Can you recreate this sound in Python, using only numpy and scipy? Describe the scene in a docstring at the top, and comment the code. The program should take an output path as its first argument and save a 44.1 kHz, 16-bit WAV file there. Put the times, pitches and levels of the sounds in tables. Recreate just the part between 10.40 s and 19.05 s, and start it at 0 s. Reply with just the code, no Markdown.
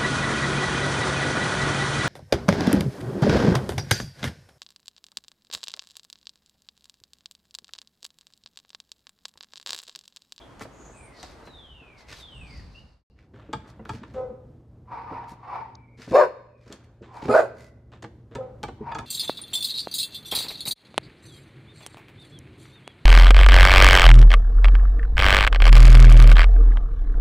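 """A dog stands on its hind legs on a wooden garden deck. First it peers over the fence, paws tapping and
scuffing, while birds whistle and buzz in a light breeze. After a gust the sound fades out and returns
by the house, over a low hum. There the dog hops about, claws clacking and boards booming, gives a muffled
woof and hoarse huffs, then barks twice, loudly. One more woof and a huff come among the last heavy steps.
Fence and house wall answer throughout."""
import sys
import numpy as np
from scipy import signal
from scipy.fft import rfft, irfft, next_fast_len
from scipy.io import wavfile
from scipy.ndimage import uniform_filter1d, map_coordinates

SR = 44100
rng = np.random.default_rng(int(sys.argv[2]) if len(sys.argv) > 2 else 0)


def inscribe(sig):
    """Save sig as 16-bit PCM at rate SR to the path in sys.argv[1].

    A 1-D sig is mono; a 2-D sig holds one channel per row.
    Samples are clipped to [-1, 1] before scaling.
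    """
    pcm = np.round(np.clip(np.atleast_2d(sig).T, -1, 1) * 32767)
    wavfile.write(sys.argv[1], SR, pcm.astype(np.int16))


N = 381603
TIME = np.arange(N) / SR
YARD_START_S = 2.7  # the second scene, by the house, begins
# spectrum of a sharp snap on wood: (frequency [Hz], level [dB])
SNAP = [(500, -15), (1200, -3), (4000, 1.5), (8000, -4.5), (14000, -28)]


def amp(db):
    """Decibels to gain."""
    return 10 ** (np.asarray(db) / 20)


def unit(x):
    """Scale to rms 1."""
    return x / np.sqrt(np.mean(x ** 2) + 1e-20)


def along(points, hz):
    """Read (Hz, value) points on a log frequency axis."""
    f, v = np.transpose(points)
    return np.interp(np.log(hz + 1), np.log(f + 1), v)


def wobble(rate, size):
    """A smooth random curve with `rate` knots a second."""
    knots = rng.standard_normal(int(size * rate / SR) + 4)
    return map_coordinates(knots, [np.arange(size) * rate / SR])


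def filtered(x, response):
    """Equalise x by a gain given as a function of frequency."""
    n = x.shape[-1]
    m = next_fast_len(n + 8192)
    return irfft(rfft(x, m) * response(np.fft.rfftfreq(m, 1 / SR)), m)[..., :n]


def dull(x, edge_hz):
    """Low-pass: a softer contact loses its treble."""
    return filtered(x, lambda f: 1 / np.sqrt(1 + (f / edge_hz) ** 4))


def resonate(x, modes):
    """Pass x through steep-sided resonances: (centre [Hz], width [Hz], gain [dB])."""
    return filtered(x, lambda f: sum(amp(db) * (1j * f * w / (c * c - f * f + 1j * f * w)) ** 2
                                     for c, w, db in modes))


def noise(spectrum, size):
    """Coloured noise of rms 1."""
    return unit(filtered(rng.standard_normal(size), lambda hz: amp(along(spectrum, hz))))


def band(centre_hz, width_hz, size):
    """A noise band of rms 1 around a centre that may move."""
    phase = 2 * np.pi * np.cumsum(centre_hz * np.ones(size)) / SR
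    return unit(wobble(width_hz, size) * np.sin(phase) + wobble(width_hz, size) * np.cos(phase))


def stereo_bed(spectrum, side_db):
    """Full-length stereo noise, mostly alike in both ears."""
    mid, side = noise(spectrum, N), amp(side_db) * noise(spectrum, N)
    return unit(np.array([mid + side, mid - side]))


def add(track, s, x):
    """Mix x into the track from time s."""
    start = max(0, round(s * SR))
    part = track[..., start:start + x.shape[-1]]
    part += x[..., :part.shape[-1]]


def garden(x, near_db, far_db, side_db, linger=1):
    """Deck and fence answer at once; the houses around leave a tail, which lingers for far sources."""
    # tone of the tail: (frequency [Hz], level [dB])
    colour = [(200, 9), (420, 4.5), (600, -3), (800, 2), (1400, 0), (2300, 3.5), (4000, 3), (12000, -1.5)]
    # decay of the tail at linger=1: (frequency [Hz], t60 [s])
    decay = [(100, 1), (500, 0.53), (1500, 0.64), (4000, 0.66), (12000, 0.51)]
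    hz, t, spectra = signal.stft(rng.standard_normal((2, SR * 3 // 4)), SR, nperseg=256)
    tail_db = along(colour, hz)[:, None] - 60 * t / (linger * along(decay, hz)[:, None])
    tail = signal.istft(spectra * amp(tail_db), SR, nperseg=256)[1]
    t = np.arange(tail.shape[1]) / SR
    tail *= 1 - np.exp(-t / 0.011)
    near = rng.standard_normal(tail.shape) ** 3 * amp(-60 * t / 0.15) * (t > .003)
    answer = amp(near_db) * near / np.linalg.norm(near[0]) + amp(far_db) * tail / np.linalg.norm(tail[0])
    mid, side = signal.fftconvolve(x[None], answer, axes=1)[:, :N]
    # short waves differ more between left and right: (frequency [Hz], side gain [dB])
    width = [(150, -32), (600, -3), (3000, -2.5), (10000, 3.5)]
    side = filtered(side, lambda f: amp(side_db + along(width, f)))
    return np.array([x + mid + side, x + mid - side])


def breeze():
    """A light breeze rumbles and swells in one gust."""
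    # wind rumble: (frequency [Hz], level [dB])
    spectrum = [(13, -43), (22, -9), (60, 8.5), (91, -0.5), (129, 0.5), (198, -8.5), (285, -12.5),
                (400, -40), (520, -73), (880, -120)]
    gust_db = 12.5 * np.exp(-((TIME - 2.147) / 0.21) ** 2)
    return amp(-53.5 + gust_db + 2.6 * wobble(14, N)) * stereo_bed(spectrum, side_db=-17)


def distant_rush():
    """A wide, far-off rush that ebbs unevenly."""
    # tone of the rush: (frequency [Hz], level [dB])
    spectrum = [(120, -70), (200, 2.5), (500, 0), (1000, -2.5), (2000, -12), (3500, -19.5), (6500, -26),
                (9000, -29.5), (13500, -40), (15500, -46)]
    # its envelope: (time [s], level [dB])
    envelope = [(0, -51), (.35, -52), (.7, -53), (1, -50.5), (1.35, -59), (2.1, -55), (2.45, -61)]
    db = np.interp(TIME, *np.transpose(envelope)) + 0.11 * wobble(36, N)
    return amp(db) * stereo_bed(spectrum, side_db=-6)


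def yard_air():
    """The low, almost mono ambience of the sheltered yard."""
    # tone of the yard: (frequency [Hz], level [dB])
    spectrum = [(22, -26.5), (50, 4.5), (75, 6), (160, -2.5), (300, -5.5), (600, -16), (1200, -28),
                (2500, -41.5), (5000, -46), (14000, -57.5)]
    # its envelope: (time [s], level [dB])
    envelope = [(2.7, -57.5), (3.1, -49.5), (4.3, -51.5), (5.5, -54.5), (7.7, -53), (8.65, -45.5)]
    db = np.interp(TIME, *np.transpose(envelope)) + 1.7 * wobble(11, N)
    return amp(db) * stereo_bed(spectrum, side_db=-30)


def machine_hum():
    """A machine's steady hum swells in as the yard scene opens."""
    # harmonics: (multiple of the pitch, level [dB])
    harmonics = [(1, 3), (2, -11.5), (3, -22.5)]
    pitch_hz, swell_s = 118.2, 0.87
    phase = 2 * np.pi * np.cumsum(pitch_hz * (1 + 0.0025 * wobble(1.1, N))) / SR
    swell = np.clip((TIME - YARD_START_S) / swell_s, 0, 1)
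    return amp(-54) * swell * sum(amp(db) * np.sin(k * phase) for k, db in harmonics)


def birds():
    """Gliding, mostly falling whistles with a hoarse edge, and buzzes among them."""
    # whistles: (start [s], length [s], opening pitch [Hz], closing pitch [Hz], level [dB])
    whistles = [(0.528, 0.35, 2550, 1680, -60), (1.033, .63, 4043, 1953, -54),
                (1.741, .5, 3960, 1750, -51.5), (2.344, 0.07, 2715, 2960, -53.5),
                (5.37, 0.29, 2320, 2193, -66), (6.078, 0.22, 2570, 2265, -71),
                (7.168, 0.15, 2020, 1974, -63)]
    # buzzy notes: (middle [s], length [s], centre [Hz], half-width [Hz], level [dB])
    buzzes = [(0.022, 0.04, 3380, 250, -57), (0.443, 0.32, 6670, 447, -63), (0.578, 0.19, 7840, 250, -67.5),
              (0.621, 0.21, 8800, 276, -64.5), (0.829, 0.2, 4320, 820, -56.5),
              (1.601, 0.079, 4350, 985, -62), (1.772, 0.13, 3630, 1280, -54),
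              (2.027, 0.26, 8130, 350, -71.5), (2.145, 0.21, 4700, 450, -60), (2.362, 0.73, 4500, 706, -70)]
    hold, attack = 0.072, 0.19  # shares of a whistle: opening pitch held, level rising
    track = np.zeros(N)
    for s, length, start_hz, end_hz, level_db in whistles:
        n = int(length * SR)
        progress = np.linspace(0, 1, n)
        hz = start_hz * (end_hz / start_hz) ** np.interp(progress, [hold, 1], [0, 1])
        rise_db = np.interp(progress, [0, attack], [-10, 0])
        fall_db = -12 * np.interp(progress, [attack, 1], [0, 1]) ** 2
        phase = 2 * np.pi * np.cumsum(hz * (1 + .009 * wobble(220, n))) / SR
        tremble_db = 2.8 * wobble(70, n)
        tone = np.sin(phase) + amp(-8) * band(hz, 380, n)
        add(track, s, amp(level_db + rise_db + fall_db + tremble_db) * tone)
    for s, length, centre_hz, half_width_hz, db in buzzes:
        n = int(length * SR)
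        buzz = unit(resonate(rng.standard_normal(n), [(centre_hz, 2 * half_width_hz, 0)]))
        add(track, s - length / 2, amp(db + 2.2 * wobble(75.5, n)) * np.sqrt(np.hanning(n)) * buzz)
    return track


def close_click():
    """One tiny click, too close to raise an echo."""
    track, n = np.zeros(N), int(0.0076 * SR)
    add(track, 5.35, amp(-48) * np.hanning(n) * band(centre_hz=5150, width_hz=3150, size=n))
    return track


def scuffs():
    """Pads drag over gritty wood, and now and then something ticks sharply."""
    # paw drags: (middle [s], length [s], relative level [dB], treble edge [Hz])
    drags = [(0.222, .07, -47, 14000), (0.868, 0.32, -57.5, 7840), (1.069, 0.05, -58, 11800),
             (1.6, .07, -57, 6460), (1.718, 0.11, -42.5, 5800), (1.79, 0.11, -51.5, 12700),
             (2.171, 0.32, -62, 6840), (2.815, 0.15, -61.5, 2900), (3.193, 0.18, -69, 4380),
             (3.291, 0.083, -59, 9400), (3.536, 0.17, -53, 6860), (3.681, 0.23, -62.5, 4440),
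             (4.907, 0.087, -54, 13900), (5.627, .13, -47.5, 6070), (5.719, 0.17, -49.5, 6260),
             (6.306, 0.32, -57, 5470), (6.445, 0.037, -61.5, 8010), (6.77, 0.12, -56, 8400),
             (6.853, 0.13, -47.5, 5800), (7.223, 0.21, -58, 9900)]
    # pad on wood: (frequency [Hz], level [dB])
    scrape = [(700, -10), (2000, -2), (3200, -9.5), (4700, -6), (9500, -15), (14000, -19), (15500, -19.5)]
    # sharp ticks: (time [s], level [dB], t60 [s])
    ticks = [(0.195, -42, 0.01), (0.829, -36, 0.023), (6.325, -31.5, 0.022)]
    track, t = np.zeros(N), np.arange(SR // 10) / SR
    for s, length, db, edge_hz in drags:
        n = int(length * SR)
        grit_db = 3.6 * wobble(260, n)
        add(track, s - length / 2, amp(db - 2 + grit_db) * np.hanning(n) * dull(noise(scrape, n), edge_hz))
    for s, db, t60 in ticks:
        add(track, s, amp(db - 60 * t / t60) * noise(SNAP, len(t)))
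    return track


def board_thuds():
    """The dog's full weight slowly bends a board, which booms at its own pitch."""
    # landings: (time [s], level [dB], pitch [Hz], t60 [s])
    landings = [(3.143, -28, 127.8, .2), (3.401, -35.5, 228, 0.15), (3.505, -27.5, 120, 0.16),
                (3.543, -34, 234, 0.17), (3.613, -30.5, 242, .09), (3.903, -36, 221, 0.098),
                (4.712, -27, 268, 0.1), (7.967, -34, 120.5, 0.12), (8.249, -29.5, 119.6, 0.15),
                (8.407, -19, 229, 0.041)]
    attack_s, overtone_ratio = 0.0037, 1.55
    track, t = np.zeros(N), np.arange(SR // 4) / SR
    for s, db, hz, t60 in landings:
        phase = 2 * np.pi * hz * t + .4 * wobble(80, len(t))
        ring = np.sin(phase) + amp(-11.5) * np.sin(overtone_ratio * phase)
        add(track, s, amp(db - 60 * t / t60) * (1 - np.exp(-t / attack_s)) * ring)
    return track


def plank_knocks():
    """Under a heavy step a loose plank chatters on its joist, then rings out with a hollow knock."""
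    # knocks: (time [s], level [dB], pitch of the main mode [Hz])
    knocks = [(0.829, -41, 738), (3.131, -26.5, 866), (3.393, -42, 527), (3.492, -30, 890),
              (7.641, -42.5, 842), (7.953, -36, 930), (8.234, -29, 843), (8.284, -36, 784),
              (8.517, -30, 919), (8.55, -28.5, 898), (8.588, -32.5, 909)]
    # plank modes, main one first, transposed for each knock: (frequency [Hz], level [dB], t60 [s])
    modes = [(855, 0, 0.06), (1212, -6.5, 0.053), (1586, -10, 0.026), (2326, -17, .03),
             (3230, -18.5, 0.041), (4440, -22.5, .025), (658, -14, 0.11), (938, -14.5, 0.058)]
    attack_s, chatter_s = 0.0012, 0.01
    track, t = np.zeros(N), np.arange(SR // 8) / SR
    for s, level_db, pitch_hz in knocks:
        ring, transpose = np.zeros(len(t)), pitch_hz / modes[0][0]
        for hz, db, t60 in modes:
            phase = 2 * np.pi * (hz * transpose * t + rng.random()) + .6 * wobble(260, len(t))
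            ring += amp(db + rng.normal(0, 1) - 60 * np.maximum(t - chatter_s, 0) / t60) * np.sin(phase)
        add(track, s, amp(level_db) * ring * (1 - np.exp(-t / attack_s)))
    return track


def paw_steps():
    """One claw snaps down and the others follow, while the paw's weight thumps the boards."""
    # steps on fence and deck: (time [s], relative claw level [dB], relative thump [dB], treble edge [Hz])
    steps = [(0.196, -38, -62, 4000), (0.209, -22.5, -39, 1670), (0.217, -31, -45, 9700),
             (0.251, -29, -46, 900), (0.396, -45, -47, 1100), (0.455, -38, -48, 1600),
             (0.493, -34, -48, 990), (0.774, -43, -49.5, 900), (0.831, -59, -47, 2500),
             (0.992, -44, -56, 900), (1.02, -37.5, -47, 1800), (1.071, -37, -44, 2470),
             (1.413, -50.5, -49, 1290), (1.702, -63, -48.5, 4060), (2.937, -46.5, -45.5, 2830),
             (2.975, -72, -52.5, 3500), (3.088, -60, -39, 1460), (3.13, -21.5, -33.5, 6640),
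             (3.243, -43, -51, 2120), (3.391, -47.5, -41, 1270), (3.453, -26, -44.5, 1900),
             (3.492, -26, -35.5, 12300), (3.528, -43.5, -38.5, 4000), (3.633, -27, -49, 2520),
             (3.739, -40.5, -44.5, 5100), (4.713, -50.5, -33.5, 1460), (4.838, -31.5, -51.5, 1700),
             (4.912, -61, -40, 5000), (5.587, -48.5, -41, 2370), (5.674, -28.5, -34, 1000),
             (5.709, -53.5, -25.5, 1040), (6.262, -44, -42, 1920), (6.298, -44, -36.5, 2000),
             (6.312, -36, -49, 6000), (6.326, -36, -38, 5160), (6.609, -56, -36, 1204),
             (6.622, -41, -47.5, 4070), (6.666, -53.5, -45.5, 5000), (6.82, -32, -34, 4080),
             (6.851, -29, -28, 2980), (6.882, -21.5, -22.5, 1977), (7.519, -40, -63, 3570),
             (7.624, -29.5, -40.5, 13800), (7.641, -28, -37, 3990), (7.912, -43.5, -43.5, 2490),
             (7.951, -26.5, -32, 13300), (8.231, -19, -32.5, 11800), (8.282, -31, -35.5, 4960),
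             (8.407, -45, -33.5, 980), (8.517, -24, -48, 2870), (8.548, -24, -36, 8740),
             (8.586, -23.5, -38.5, 12200)]
    # claws on wood: (frequency [Hz], level [dB])
    clack = [(250, -17.5), (550, -0.5), (850, -5), (1500, -4.5), (2300, -11.5), (3600, -12.5),
             (5300, -19.5), (7500, -17), (10000, -32), (13000, -37.5), (15500, -40.5)]
    # deck modes: (frequency [Hz], level [dB], t60 [s])
    deck_modes = [(79, -9, 0.11), (123.3, -7.5, 0.3), (184, 1.5, 0.066), (255.7, 2, 0.086),
                  (334.4, -1.5, 0.11), (435, -0.5, 0.092), (517.6, -5, 0.076)]
    claw_spread_s, firm_db = 0.0071, -31
    track, t = np.zeros(N), np.arange(SR // 3) / SR
    for s, claw_db, thump_db, edge_hz in steps:
        # a firm step stops dead, a light one skitters for longer
        skitter_t60 = 0.0082 * np.exp(0.3635 * (firm_db - claw_db))
        decay_db = -60 * np.maximum(t - claw_spread_s, 0) / skitter_t60
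        contact = amp(2.9 * wobble(420, len(t)) + decay_db) * (1 - np.exp(-t / .002))
        snap = amp(-60 * t / 0.0069) * noise(SNAP, len(t))
        clatter = dull(amp(-11.5) * snap + amp(-10.5) * contact * noise(clack, len(t)), edge_hz)
        # each spot on the deck shares the blow differently among its modes
        modes = [(hz * rng.normal(1, .07), db + rng.normal(0, 2), t60) for hz, db, t60 in deck_modes]
        ring = sum(amp(db - 60 * t / t60) * np.sin(2 * np.pi * (hz * t + rng.random()))
                   for hz, db, t60 in modes)
        thump = ring * (1 - np.exp(-t / 0.0073))
        add(track, s, amp(claw_db) * clatter + amp(thump_db + 2) * thump)
    return track


def huffs():
    """The dog forces air through a tight throat, whose resonance sinks in each huff."""
    # huffs: (peak [s], swell [s], fall [dB/s], relative level [dB], resonance from [Hz], to [Hz])
    breaths = [(4.555, 0.085, 79.5, -33, 986, 904), (4.735, 0.085, 81, -33, 1244, 949),
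               (5.156, 0.15, 150, -30, 1122, 910.5), (6.786, .125, 75.5, -38, 1012, 892),
               (8.518, 0.13, 109, -34.5, 925, 895)]
    # hoarse breath: (frequency [Hz], level [dB])
    spectrum = [(250, -33), (440, -7.5), (600, -12), (760, 0.5), (920, 3), (1200, -5), (1700, -17.5),
                (2350, -17), (3200, -34.5), (5000, -34), (7000, -52.5), (14000, -58.5)]
    sink_s, lead_s = 0.022, 0.027  # the resonance is halfway down lead_s before the peak
    track = np.zeros(N)
    for s, swell_s, fall_db_per_s, level_db, start_hz, end_hz in breaths:
        t = np.arange(-1.3 * swell_s, .22, 1 / SR)
        db = level_db - np.where(t < 0, 24.5 * (t / swell_s) ** 2, fall_db_per_s * t)
        centre_hz = end_hz + (start_hz - end_hz) * (1 - np.tanh((t + lead_s) / sink_s)) / 2
        air = amp(-6) * noise(spectrum, len(t)) + amp(-7) * band(centre_hz, 99.6, len(t))
        flutter_db = 2.3 * wobble(85, len(t))
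        add(track, s + t[0], amp(db + flutter_db) * signal.windows.tukey(len(t), .1) * air)
    return track


def voice(t, pitch, db, mouth_db, teeth_db, formant_ratio, rough, formants,
          jitter, subharmonic_db, rattle_db, rattle_hz):
    """Vocal fold pulses and puffs of air ring in throat, mouth and teeth while loose tissue rattles."""
    # what the head lets out: (frequency [Hz], gain [dB])
    head_colour = [(150, -25.5), (280, -7.5), (370, 3.5), (1750, -5), (2000, -4.5), (2500, -7),
                   (3150, -10.5), (3700, -6.5), (15000, 5)]
    n, rough = len(t), np.clip(rough, 0, 1)
    phase = 2 * np.pi * np.cumsum(pitch * (1 + jitter * rough * wobble(350, n))) / SR
    # in rough stretches alternate cycles differ, which puts lines halfway between the harmonics
    pulses = sum(np.cos(k * phase) + amp(subharmonic_db) * rough * np.cos((k + .5) * phase)
                 for k in np.arange(1, 13))
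    puffs = 1.5 * rng.standard_normal(n) * (1 + .9 * np.cos(phase))
    rasp = amp(4 * rough * wobble(220, n))
    # each flap of the rattle opens sharply and closes slowly
    flap = 2 * np.pi * np.cumsum(rattle_hz * (1 + .25 * wobble(60, n))) / SR
    rattle = amp(rattle_db * unit(np.sin(flap) + np.sin(2 * flap) / 2))
    source = rattle * rasp * (np.sqrt(1 - rough) * unit(pulses) + np.sqrt(rough) * puffs)
    teeth = amp(teeth_db) * resonate(source, formants[3:])
    # throat and mouth ring on a clock of their own: a faster clock raises their formants
    clock = np.cumsum(formant_ratio)
    ticks = np.arange(int(clock[-1]))
    warped = np.interp(ticks, clock, source)
    throat = np.interp(clock, ticks, resonate(warped, formants[:1]))
    mouth = amp(mouth_db) * np.interp(clock, ticks, resonate(warped, formants[1:3]))
    sound = filtered(throat + mouth + teeth, lambda hz: amp(along(head_colour, hz)))
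    power = np.abs(uniform_filter1d(sound ** 2, size=int(SR / rattle_hz)))
    track = np.zeros(N)
    add(track, t[0], amp(db) * sound / np.sqrt(power + 1e-12))
    return track


def woofs():
    """Woofs held behind closed lips: a quick fluttering swell on one sagging note, then a grumble."""
    # woofs: (time [s], pitch [Hz], level [dB], mouth gain [dB], roughness [0-1], time stretch [ratio])
    calls = [(3.8, 510, -26.5, 1, .12, 1), (8.008, 512, -32, 2, .18, .8)]
    # swell, drop and tail before stretching: (offset from the woof's time [s], level [dB])
    envelope = [(-.06, -21), (-.024, 0), (0.004, -2), (.028, -3.5), (.05, -15), (.122, -17), (.14, -26),
                (.21, -29), (.24, -47)]
    # formants of the closed muzzle: (centre [Hz], width [Hz], gain [dB])
    muzzle = [(522, 150, 12), (800, 200, 1), (1270, 170, -4), (1800, 500, -30)]
    sag_hz_per_s, rough_per_db = 74, .014  # the weaker the voice, the rougher
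    envelope_s, envelope_db = np.transpose(envelope)
    track = np.zeros(N)
    for s, hz, db, mouth_db, rough, stretch in calls:
        t = np.arange(stretch * envelope_s[0], stretch * envelope_s[-1], 1 / SR)
        shape_db = np.interp(t, stretch * envelope_s, envelope_db)
        track += voice(s + t, hz - sag_hz_per_s * t, db + shape_db, mouth_db, teeth_db=0,
                       formant_ratio=np.full(len(t), .97), rough=rough - rough_per_db * shape_db,
                       formants=muzzle, jitter=0.057, subharmonic_db=10.5, rattle_db=2.4, rattle_hz=44)
    return track


def barks():
    """A growl breaks into full voice; effort lifts pitch and formants while the jaw opens and shuts."""
    # each bark: (time [s], level [dB], pitch [Hz], mouth gain [dB], teeth gain [dB], roughness [0-1])
    first_bark = [(5.714, -44, 480, -2, -4, .8), (5.73, -26, 510, 0, 3, .7), (5.741, -21, 520, -3, 6, .5),
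                  (5.751, -6, 535, -8, -2, .3), (5.785, -7, 610, -2, 0, .25), (5.806, -7, 595, 5, 0, .3),
                  (5.824, -8, 510, 5, 0, .22), (5.839, -13, 470, 2, 1, .45), (5.849, -24, 440, 1, 9, .8),
                  (5.885, -41, 430, 0, -3, .95)]
    second_bark = [(6.879, -37, 400, -4, -2, .9), (6.893, -21, 425, 4, -2, .6), (6.905, -17, 405, 0, 3, .3),
                   (6.937, -20, 435, -3, 9, .28), (6.949, -10, 590, -1, -2, .2),
                   (6.974, -12.5, 700, 6, -4, .3), (6.999, -13, 600, -4, -2, .15),
                   (7.018, -25, 550, -3, 3, .5), (7.045, -29, 520, -7, -2, .75),
                   (7.085, -46, 500, -5, -5, .95)]
    # formants at top pitch; one of the throat, two of the mouth, the rest at the teeth:
    # (centre [Hz], width [Hz], gain [dB])
    first_formants = [(582, 280, 5.5), (995, 185, 4), (1634, 260, -7), (2300, 160, -15.5),
                      (2594, 110, -15.5), (3680, 85, -21.5), (4300, 120, -21), (5100, 200, -25),
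                      (7050, 360, -34.5), (9700, 1200, -45.5)]
    second_formants = [(624, 440, 6), (910, 83, -4), (1540, 90, 8), (2170, 100, -19.5), (2440, 110, -14.5),
                       (3300, 140, -25.5), (4180, 170, -23.5), (4620, 150, -23), (5040, 150, -27.5),
                       (7140, 580, -32), (9080, 810, -33.5)]
    # the chest growl that leads each bark: (middle [s], length [s], pitch [Hz], level [dB])
    growls = [(5.726, .035, 300, -36), (6.895, .075, 258, -31)]
    track = np.zeros(N)
    for course, formants, rattle_db in (first_bark, first_formants, 2), (second_bark, second_formants, 4.2):
        s, *columns = np.transpose(course)
        t = np.arange(s[0], s[-1], 1 / SR)
        db, pitch, mouth_db, teeth_db, rough = (np.interp(t, s, column) for column in columns)
        formant_ratio = (pitch / pitch.max()) ** 0.35
        track += voice(t, pitch, db, mouth_db, teeth_db, formant_ratio, rough, formants,
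                       jitter=.055, subharmonic_db=3.5, rattle_db=rattle_db, rattle_hz=78)
    for s, length, pitch_hz, db in growls:
        n = int(length * SR)
        add(track, s - length / 2, amp(db) * np.hanning(n) * band(pitch_hz, 70, n))
    return track


def scene():
    """The dog a few steps away, the birds farther off, over the ambience of the fence, then the yard."""
    # where the dog is: (time [s], left over right [dB])
    pan = [(3.5, 0), (4.7, -0.5), (5.8, 0.9), (6.9, -1), (8.65, 0.5)]
    dog = garden(barks(), near_db=-3.5, far_db=-18, side_db=-2)
    dog += garden(woofs(), near_db=-3, far_db=-6.5, side_db=-1)
    dog += garden(huffs(), near_db=-4.5, far_db=-8.5, side_db=-1)
    footwork = paw_steps() + board_thuds() + plank_knocks() + scuffs()
    dog += garden(footwork, near_db=-9, far_db=-19, side_db=0)
    pan_db = np.interp(TIME, *np.transpose(pan))
    dog *= amp([pan_db / 2, -pan_db / 2])
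    birdsong = garden(birds(), near_db=-1.5, far_db=-9, side_db=-3, linger=1.4)
    click = close_click()
    ambience = np.where(TIME < YARD_START_S, breeze() + distant_rush(), yard_air() + machine_hum())
    return dog + birdsong + click + ambience


def record(dry):
    """Gain control ducks at the barks and creeps back; the fence scene fades out; the top is cut off."""
    ceiling_db, recover_db_per_s, top_hz = -10, 5.5, 15450
    fade_span_s = [2.424, 2.636]
    power = np.abs(uniform_filter1d(np.mean(dry ** 2, axis=0), size=400))
    excess_db = np.maximum(10 * np.log10(power + 1e-12) - ceiling_db, 0)
    recovery_db = recover_db_per_s * TIME
    duck_db = np.maximum.accumulate(excess_db + recovery_db) - recovery_db
    fade = np.where(TIME < YARD_START_S, np.interp(TIME, fade_span_s, [1, 0]), 1)
    return filtered(dry * amp(-duck_db) * fade, lambda hz: hz < top_hz)


dry = scene()
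out = record(dry)
inscribe(out)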